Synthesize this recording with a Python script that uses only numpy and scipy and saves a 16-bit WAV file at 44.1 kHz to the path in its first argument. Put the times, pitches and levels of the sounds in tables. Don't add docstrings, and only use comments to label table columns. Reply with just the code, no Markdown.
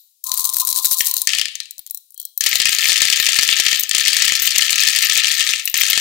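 import sys
import numpy as np
from scipy import signal
from scipy.fft import rfft, irfft, next_fast_len
from scipy.io import wavfile

SR = 44100
rng = np.random.default_rng(int(sys.argv[2]) if len(sys.argv) > 2 else 0)


def generate_wav(signal):
    frames = np.transpose(np.atleast_2d(signal))
    scaled = np.clip(frames, -1, 1) * 32767
    pcm = np.round(scaled).astype(np.int16)
    wavfile.write(sys.argv[1], SR, pcm)


N = 264952
TIME = np.arange(N) / SR
SHAKING_S, SPILLING_S, POURING_S = (0.24, 1.26), (1.27, 1.7), (2.41, 6.01)


def gain_of(db):
    return 10 ** (np.asarray(db) / 20)


def read(points, hz):
    f, value = np.transpose(points)
    return np.interp(np.log(hz + 1), np.log(f), value)


def unit(x):
    return x / np.sqrt(np.sum(x ** 2, -1, keepdims=True) + 1e-20)


def convolve(x, response):
    return signal.fftconvolve(x, response, axes=-1)[:, :N]


def place(times_s, sounds):
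    out = np.zeros((2, N + SR))
    for s, sound in zip(times_s, sounds):
        at = int(np.clip(s * SR, 0, N))
        out[:, at:at + sound.shape[-1]] += sound
    return out[:, :N]


def held(rows, rise_s, fall_db_per_s):
    gains = []
    for start_s, length_s, level_db in rows:
        rise = np.clip((TIME - start_s) / rise_s, 0, 1)
        past_end_s = np.maximum(TIME - start_s - length_s, 0)
        gains.append(rise * gain_of(level_db - fall_db_per_s * past_end_s))
    return np.max(gains, 0)


def swells(rows, half_s):
    return np.sqrt(sum(gain_of(db) ** 2 * np.exp(-2 * ((TIME - s) / half_s) ** 2) for s, db in rows))


def lumpy(per_s, depth_db):
    steps = np.interp(TIME * per_s, np.arange(1024), rng.standard_normal(1024))
    return gain_of(depth_db * np.clip(steps, -1.5, 1.5))


def collisions(colour, tilt_db_per_octave, spot_hz, spot_db, snap_s, body_s, body_db, likeness, size=1536):
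    half = size // 2
    t, hz = np.arange(half) / SR, np.fft.rfftfreq(size, 1 / SR)
    noise = rng.standard_normal((len(tilt_db_per_octave), 2, half))
    envelope = np.exp(-t / snap_s) + gain_of(body_db) * np.exp(-t / body_s)
    spectrum = rfft(noise * envelope, size)
    same = np.clip(likeness, 0, 1) / (1 + (hz / 12000) ** 2)
    spectrum[:, 1] = same * spectrum[:, 0] + np.sqrt(1 - same ** 2) * spectrum[:, 1]
    octaves = np.clip(np.log2((hz + 1) / 4000), -1, 2)
    spot = np.exp(-(np.log2((hz + 1) / spot_hz[:, None]) / 0.22) ** 2)
    db = read(colour, hz) + tilt_db_per_octave[:, None] * octaves + spot_db * spot
    cepstrum = irfft(db * np.log(10) / 20)
    causal = np.exp(rfft(2 * cepstrum[:, :half], size))
    burst = unit(irfft(spectrum * causal[:, None])[..., :half])
    burst[:, 1] *= gain_of(0.83 * rng.standard_normal((len(burst), 1)))
    return burst


def ring(modes, count, wander, size=3072):
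    t, out = np.arange(size) / SR, np.zeros((count, 2, size))
    for hz, db, t60_s in modes:
        share = rng.standard_normal((count, 2, 1))
        share[:, 1] = (share[:, 0] + share[:, 1]) / np.sqrt(2)
        share = (share + np.sign(share)) / 2
        pitch_hz = hz * (1 + wander * rng.standard_normal((count, 1, 1)))
        fade = gain_of(-60 * t / t60_s) * (1 - t / t[-1]) ** .5
        swing = np.sin(2 * np.pi * pitch_hz * t) * fade
        speed = np.diff(swing, prepend=0)
        out += share * gain_of(db) * unit(speed)
    return out


def rung(times_s, blow_db, modes, wander, count=28):
    ways = ring(modes, count, wander)
    picks = rng.integers(0, count, len(times_s))
    return place(times_s, (gain_of(db) * ways[k] for db, k in zip(blow_db, picks)))


def swarm(source, gain, span_s, per_s, spread_db, last_column, ring_db):
    start_s, end_s = span_s
    count = int(per_s * (end_s - start_s))
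    when, strength, hardness, other = rng.random((count, 4)).T
    s = start_s + (end_s - start_s) * (np.arange(count) + 3 * when - 1) / count
    blow = gain_of(spread_db * strength)
    blow = blow / np.sqrt(np.mean(blow ** 2) * per_s / SR)
    blow_db = 20 * np.log10(np.interp(s, TIME, gain) * blow + 1e-9)
    last = np.interp(other, [0, 1], last_column)
    return source(np.transpose([s, blow_db, 14 * (hardness - .5), last]), ring_db)


def hollow(modes, gain):
    size = next_fast_len(N)
    hz = np.fft.rfftfreq(size, 1 / SR)
    stir = rng.standard_normal((2, size))
    stir[1] = stir[0] + .5 * stir[1]
    shape = sum(gain_of(db) / (1 + ((hz - f) * decay_s / 2) ** 2) ** 2 for f, db, decay_s in modes)
    return unit(irfft(rfft(stir) * shape, size)[:, :N]) * np.sqrt(N) * gain


def hiss(floor_db):
    thin = signal.butter(4, 3800, "high", fs=SR, output="sos")
    return gain_of(floor_db) * signal.sosfilt(thin, rng.standard_normal((2, N)))


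def room():
    # pitch_hz, t60_s
    band_t60 = [(300, 0.41), (1000, 0.38), (2500, 0.5), (6000, 0.4), (10000, 1), (16000, 0.16)]
    # pitch_hz, level_db (relative)
    band_level = [(300, -11.5), (1500, 2), (4000, 6), (8000, -8), (12000, -12.5), (16000, 4)]
    onset = np.clip(TIME[:SR] / 0.0048 - .5, 0, 1)
    hz, t, z = signal.stft(rng.standard_normal((2, SR)) * onset, SR, nperseg=256)
    decay = gain_of(-60 * t / read(band_t60, hz)[:, None])
    colour = gain_of(read(band_level, hz))[:, None]
    return unit(signal.istft(z * decay * colour, SR, nperseg=256)[1])


def dying_rattle(tail, blow_db):
    echo = convolve(jar([(0.01, blow_db, 0, -3)], ring_db=4), tail)
    return np.roll(echo, -SR // 20, -1) * (TIME < 1)


def jar(rows, ring_db):
    # pitch_hz, level_db (relative)
    tick_colour = [(100, -44.5), (1500, -39), (2700, -25.5), (3400, -18.5), (4000, -8.5), (5200, -8.5),
                   (6200, -3.5), (9000, -2), (12500, -3), (15500, -4.5), (17000, -8.5)]
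    # pitch_hz, level_db (relative to the ring), t60_s
    glass_modes = [(4030, -13, 0.026), (5630, -17, 0.045), (8000, -19.5, .04), (9600, -27, .04),
                   (11260, -15.5, 0.027), (14206, 5, 0.015), (14000, -7, 0.0412), (13950, -9.5, 0.019),
                   (15600, -20, 0.039), (15350, -11.5, 0.027)]
    # time_s, pitch_hz
    cavity = [(1.3, 4000), (2.25, 3120)]
    s, blow_db, hardness, glass_db = np.transpose(rows)
    cavity_hz = np.interp(s, *np.transpose(cavity))
    ticks = collisions(tick_colour, 0.62 * hardness, cavity_hz, spot_db=4, snap_s=0.0013,
                       body_s=0.0024, body_db=-16, likeness=0.41)
    ringing = rung(s, blow_db + glass_db + ring_db, glass_modes, wander=0.0087)
    return place(s, ticks * gain_of(blow_db)[:, None, None]) + ringing


def jostling_beads(flow):
    # time_s, blow_db (relative), hardness (relative treble tilt), glass_ring_db (relative)
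    jar_hits = [(0.2407, 7.5, 13, -9), (0.2687, 5.5, -2, -21), (0.2942, 5.5, -2, -15),
                (0.3175, 15, -10, -8), (0.3403, 11, 8, -3), (0.3754, 13.5, 5.5, -20), (0.3948, 12.5, 4, -7),
                (0.453, 13, -5, -19.5), (0.4918, 11.5, -1, -20), (0.499, 10.5, 1, -15),
                (0.5679, 9, -10, 0.5), (0.6505, 9, 8, -1.5), (0.7274, 13, -5, -13), (0.9116, 9.5, 7, -7),
                (0.9709, 6, 10, -8), (1.1123, 10.5, -4, 1.5), (1.1398, 14, 3.5, -4.5),
                (1.167, 12.5, -8.5, -7), (1.2176, 16.5, 1, -12), (1.7089, 1.5, 0, -24),
                (1.7811, -6.5, -5, -2), (1.7927, -6.5, -5, 3.5), (1.8645, -5, -3, -8),
                (1.8738, -12, -9, -1), (1.8993, -10, -6, -19.5), (1.9092, 7, 21, -6.5),
                (1.9468, 5.5, 11, -2.5), (1.9737, -2, 7, 0), (2.1059, -13, 12, -19),
                (2.122, -15.5, 14, -20), (2.1443, -9, 9, -13), (2.1776, -6, 5, -4), (2.1998, 3, 8, -3),
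                (2.2153, -6, 4, -5), (2.2281, -11, 8, 0), (2.2524, 5, 7.5, -2), (2.3768, 1, -2, 5.5),
                (3.7972, 7.5, -4, 3.5), (5.0481, -2, -5, 8), (5.6552, 13.5, 6.5, -7.5),
                (5.7768, 7, 18, 1.5), (5.9015, 5.5, -6, 5)]
    # time_s, level_db (relative)
    strokes = [(0.277, -30), (0.35, -26), (0.395, -19), (0.452, -18.5), (0.545, -20), (0.6, -13.5),
               (0.69, -15.5), (0.772, -13.5), (0.853, -12), (0.922, -14), (1.0, -15.5), (1.072, -13),
               (1.18, -21.5)]
    # time_s, level_db (relative)
    slumps = [(2.48, -32), (2.56, -36), (2.75, -41), (2.86, -30), (3.2, -35), (3.8, -28.5), (4.445, -23.5),
              (5.03, -28), (5.68, -28.5), (5.79, -31)]
    ticks = gain_of(-1) * jar(jar_hits, ring_db=-2.5)
    shaken = swells(strokes, half_s=0.023) + gain_of(-35)
    rattle = gain_of(0.5) * swarm(jar, shaken, SHAKING_S, per_s=500, spread_db=19,
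                                  last_column=(-16, -4), ring_db=-1.5)
    sliding = swells(slumps, half_s=0.027) + gain_of(-21.5) * flow
    slide = gain_of(2) * swarm(jar, sliding, POURING_S, per_s=130, spread_db=15,
                               last_column=(-3, 5), ring_db=1)
    return ticks + rattle + slide


def nearby(early_s, size=2048):
    t = np.arange(size) / SR
    taps = rng.standard_normal((2, size)) * (rng.random((2, size)) < .05) * (t > .002)
    return unit(taps * np.exp(-t / early_s))


def hum(flow):
    # pitch_hz, level_db (relative), decay_s
    air_modes = [(933, -8.5, 0.034), (1032, 5, 0.063), (1189, -9, 0.019)]
    pour_tone_modes = [(1248, -3, 0.066), (1351, -2.5, 0.043), (1622, 2.5, 0.05)]
    neck_modes = [(3260, 1, 0.0096), (4230, 0, 0.0053)]
    # start_s, length_s, level_db (before the lumps)
    stirring = [(0.25, 0.27, -35.5)]
    # start_s, length_s, level_db (before the lumps)
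    rolling = [(2.15, 0.081, -50.5)]
    in_hand = np.clip((SHAKING_S[1] - TIME) / 0.02, 0, 1)
    stirred = held(stirring, rise_s=0.041, fall_db_per_s=17.5) * in_hand * lumpy(per_s=35, depth_db=4.0)
    air = hollow(air_modes, stirred)
    pour_tone = gain_of(-17.0) * hollow(pour_tone_modes, flow * (TIME > POURING_S[0]))
    bumping = held(rolling, rise_s=0.032, fall_db_per_s=200) * lumpy(per_s=110, depth_db=8)
    return air + pour_tone + hollow(neck_modes, bumping)


def tray(rows, ring_db):
    # pitch_hz, level_db (relative)
    knock_colour = [(100, -41), (1100, -40.5), (1310, -5.5), (1520, -38.5), (1780, 0.5), (3000, 4),
                    (4500, 1.5), (5400, 0.5), (7000, 1), (9000, -5), (11500, -13.5), (16000, -17)]
    # pitch_hz, level_db (relative to the ring), t60_s
    tray_modes = [(719, -40, 0.11), (1595, -36, 0.2), (1748, -12.5, 0.05), (1787, -17, 0.075),
                  (1952, -18, .09), (2280, -16.5, 0.22), (2444, -18.5, 0.17), (2652, -15.5, 0.18),
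                  (3095, -16.5, 0.21), (4396, -10, 0.075), (4735, -13.5, 0.091), (5530, -22, .06)]
    s, blow_db, hardness, spot_hz = np.transpose(rows)
    knocks = collisions(knock_colour, 0.85 * hardness, spot_hz, spot_db=5.5, snap_s=0.00098,
                        body_s=0.0049, body_db=-9, likeness=0.74)
    ringing = rung(s, blow_db + ring_db, tray_modes, wander=0.011)
    return place(s, knocks * gain_of(blow_db)[:, None, None]) + ringing


def falling_beads(flow):
    # time_s, blow_db (relative), hardness (relative treble tilt),
    # spot_hz (favoured by the struck spot)
    tray_hits = [(1.0066, 18.5, 2.5, 6150), (1.2724, 23, 6, 2170), (1.2919, 16, -2, 4280),
                 (1.3338, 18.5, -2, 2900), (1.3497, 15, 5.5, 3200), (1.3851, 16.5, 3, 3230),
                 (1.3951, 14, 0, 5000), (1.4141, 18, 2, 2920), (1.4556, 13, -1, 3930),
                 (1.4835, 4, -2, 4040), (1.5543, 8.5, 4.5, 6300), (1.6026, 10, 2, 4670),
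                 (1.6327, -10, 5, 5700), (1.6562, -5.5, 1.5, 4140), (2.4081, 21, 9, 5950),
                 (2.4387, 15, 7, 4600), (2.4633, 20.5, 4, 3420), (2.4662, 17, 2.5, 1890),
                 (2.5293, 17.5, -5.5, 4240), (2.5554, 22, 7.5, 3980), (2.6006, 21.5, 0, 2710),
                 (2.6178, 17.5, 2, 4670), (2.6555, 23, 0.5, 2680), (2.6922, 17.5, 3.5, 2070),
                 (2.7298, 17, -1.5, 4540), (2.749, 17, 5, 2330), (2.7858, 18.5, 3.5, 4500),
                 (2.8557, 18.5, -1, 2190), (2.8949, 19.5, 4, 4320), (2.9193, 19, -1, 3260),
                 (2.9583, 15.5, -2.5, 2880), (2.9673, 16.5, 1, 2890), (3.0184, 23.5, 4, 4260),
                 (3.0262, 14.5, 3, 4460), (3.0525, 18, 3.5, 3400), (3.1005, 21.5, 6.5, 4830),
                 (3.1266, 19.5, 0, 2950), (3.2004, 18.5, 4, 4330), (3.2656, 17.5, 3, 2920),
                 (3.2895, 21, 3.5, 2720), (3.3883, 22.5, -4.5, 4600), (3.432, 21, 6, 5600),
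                 (3.4891, 21.5, -6, 3000), (3.5268, 21.5, -4, 2920), (3.599, 22.5, 6.5, 6130),
                 (3.6644, 21.5, 2, 3370), (3.7298, 18.5, -3, 4770), (3.8349, 15, 5, 6760),
                 (3.8932, 15, 9, 4670), (3.9117, 19, 1, 7200), (3.9491, 20, 5, 3750),
                 (3.9825, 18.5, 6.5, 7664), (4.0524, 16, 3, 4400), (4.0806, 22, 2, 2920),
                 (4.1312, 18.5, 4.5, 4770), (4.1676, 21, 4.5, 4540), (4.2219, 23.5, 2.5, 5270),
                 (4.2527, 17, 8, 7700), (4.2793, 19.5, 0, 2700), (4.3216, 20, -1, 7060),
                 (4.3527, 18.5, 6, 4430), (4.4739, 21, 1.5, 3150), (4.5604, 20, -0.5, 3080),
                 (4.5817, 26, 8, 6200), (4.6217, 14, -5, 3200), (4.7058, 19.5, 9, 6660),
                 (4.7293, 18.5, 0.5, 3820), (4.7577, 17.5, 6, 6260), (4.7951, 13, 1, 4400),
                 (4.8354, 19, 4, 3160), (4.8759, 19.5, -1, 4600), (4.9618, 18.5, 4.5, 2520),
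                 (4.988, 18.5, 7, 4340), (5.0978, 21, 0.5, 3420), (5.1222, 17.5, -2, 3640),
                 (5.1753, 21.5, 7.5, 4500), (5.1975, 15, -4, 2740), (5.2453, 20.5, -3, 3060),
                 (5.3159, 17, 0.5, 2940), (5.4063, 17.5, 1, 2940), (5.4907, 17, 0.5, 3500),
                 (5.5353, 18, -9, 2720), (5.5971, 10, -2.5, 2750), (5.6757, 13.5, -2.5, 2800),
                 (5.7419, 20, 3.5, 2060), (5.8121, 18, -7.5, 2350), (5.8346, 19.5, 4, 2860),
                 (5.9086, 15, 3, 2630), (5.9313, 20.5, -1, 3030), (5.9763, 21.5, 3, 7660)]
    spots_hz = (2000, 6500)
    hard = gain_of(-2.5) * tray(tray_hits, ring_db=-7)
    landings = gain_of(1.5) * swarm(tray, flow, POURING_S, per_s=36, spread_db=4.5,
                                    last_column=spots_hz, ring_db=-5.5)
    spill = gain_of(2) * swarm(tray, flow, SPILLING_S, per_s=600, spread_db=13,
                               last_column=spots_hz, ring_db=-4.5)
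    rebounds = gain_of(4.5) * swarm(tray, flow, POURING_S, per_s=420, spread_db=22,
                                    last_column=spots_hz, ring_db=-3.5)
    return hard + landings + spill + rebounds


def scene():
    # start_s, length_s, level_db (relative)
    runs = [(1.272, 0.08, -22), (2.41, 0.2, -24.5), (2.65, 1.092, -21.5), (3.92, 0.38, -21.5),
            (4.3, 0.27, -24), (4.57, 0.93, -21), (5.74, 0.39, -22)]
    flow = held(runs, rise_s=0.02, fall_db_per_s=133.5)
    in_tray, in_jar = falling_beads(flow), jostling_beads(flow)
    dry = in_tray + in_jar + hum(flow)
    early = convolve(gain_of(-17) * in_tray + gain_of(-10.5) * in_jar, nearby(early_s=0.006))
    tail = room()
    wet = gain_of(-13.0) * convolve(dry, tail) + dying_rattle(tail, blow_db=-13) + hiss(floor_db=-57.5)
    left_right_close, left_right_room = gain_of([[0], [-14]]), gain_of([[0], [-12]])
    return (dry + early) * left_right_close + wet * left_right_room


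def record(dry):
    thin = signal.sosfilt(signal.butter(1, 200, "high", fs=SR, output="sos"), dry)
    clipped = np.clip(thin, -1, 1)
    bent = clipped + gain_of(-45) * clipped ** 2
    band_limit = signal.firwin(255, 15900, window=("kaiser", 7), fs=SR)  # low-pass, Hz
    return signal.oaconvolve(bent, band_limit[None], "same")


dry = scene()
out = record(dry)
generate_wav(out)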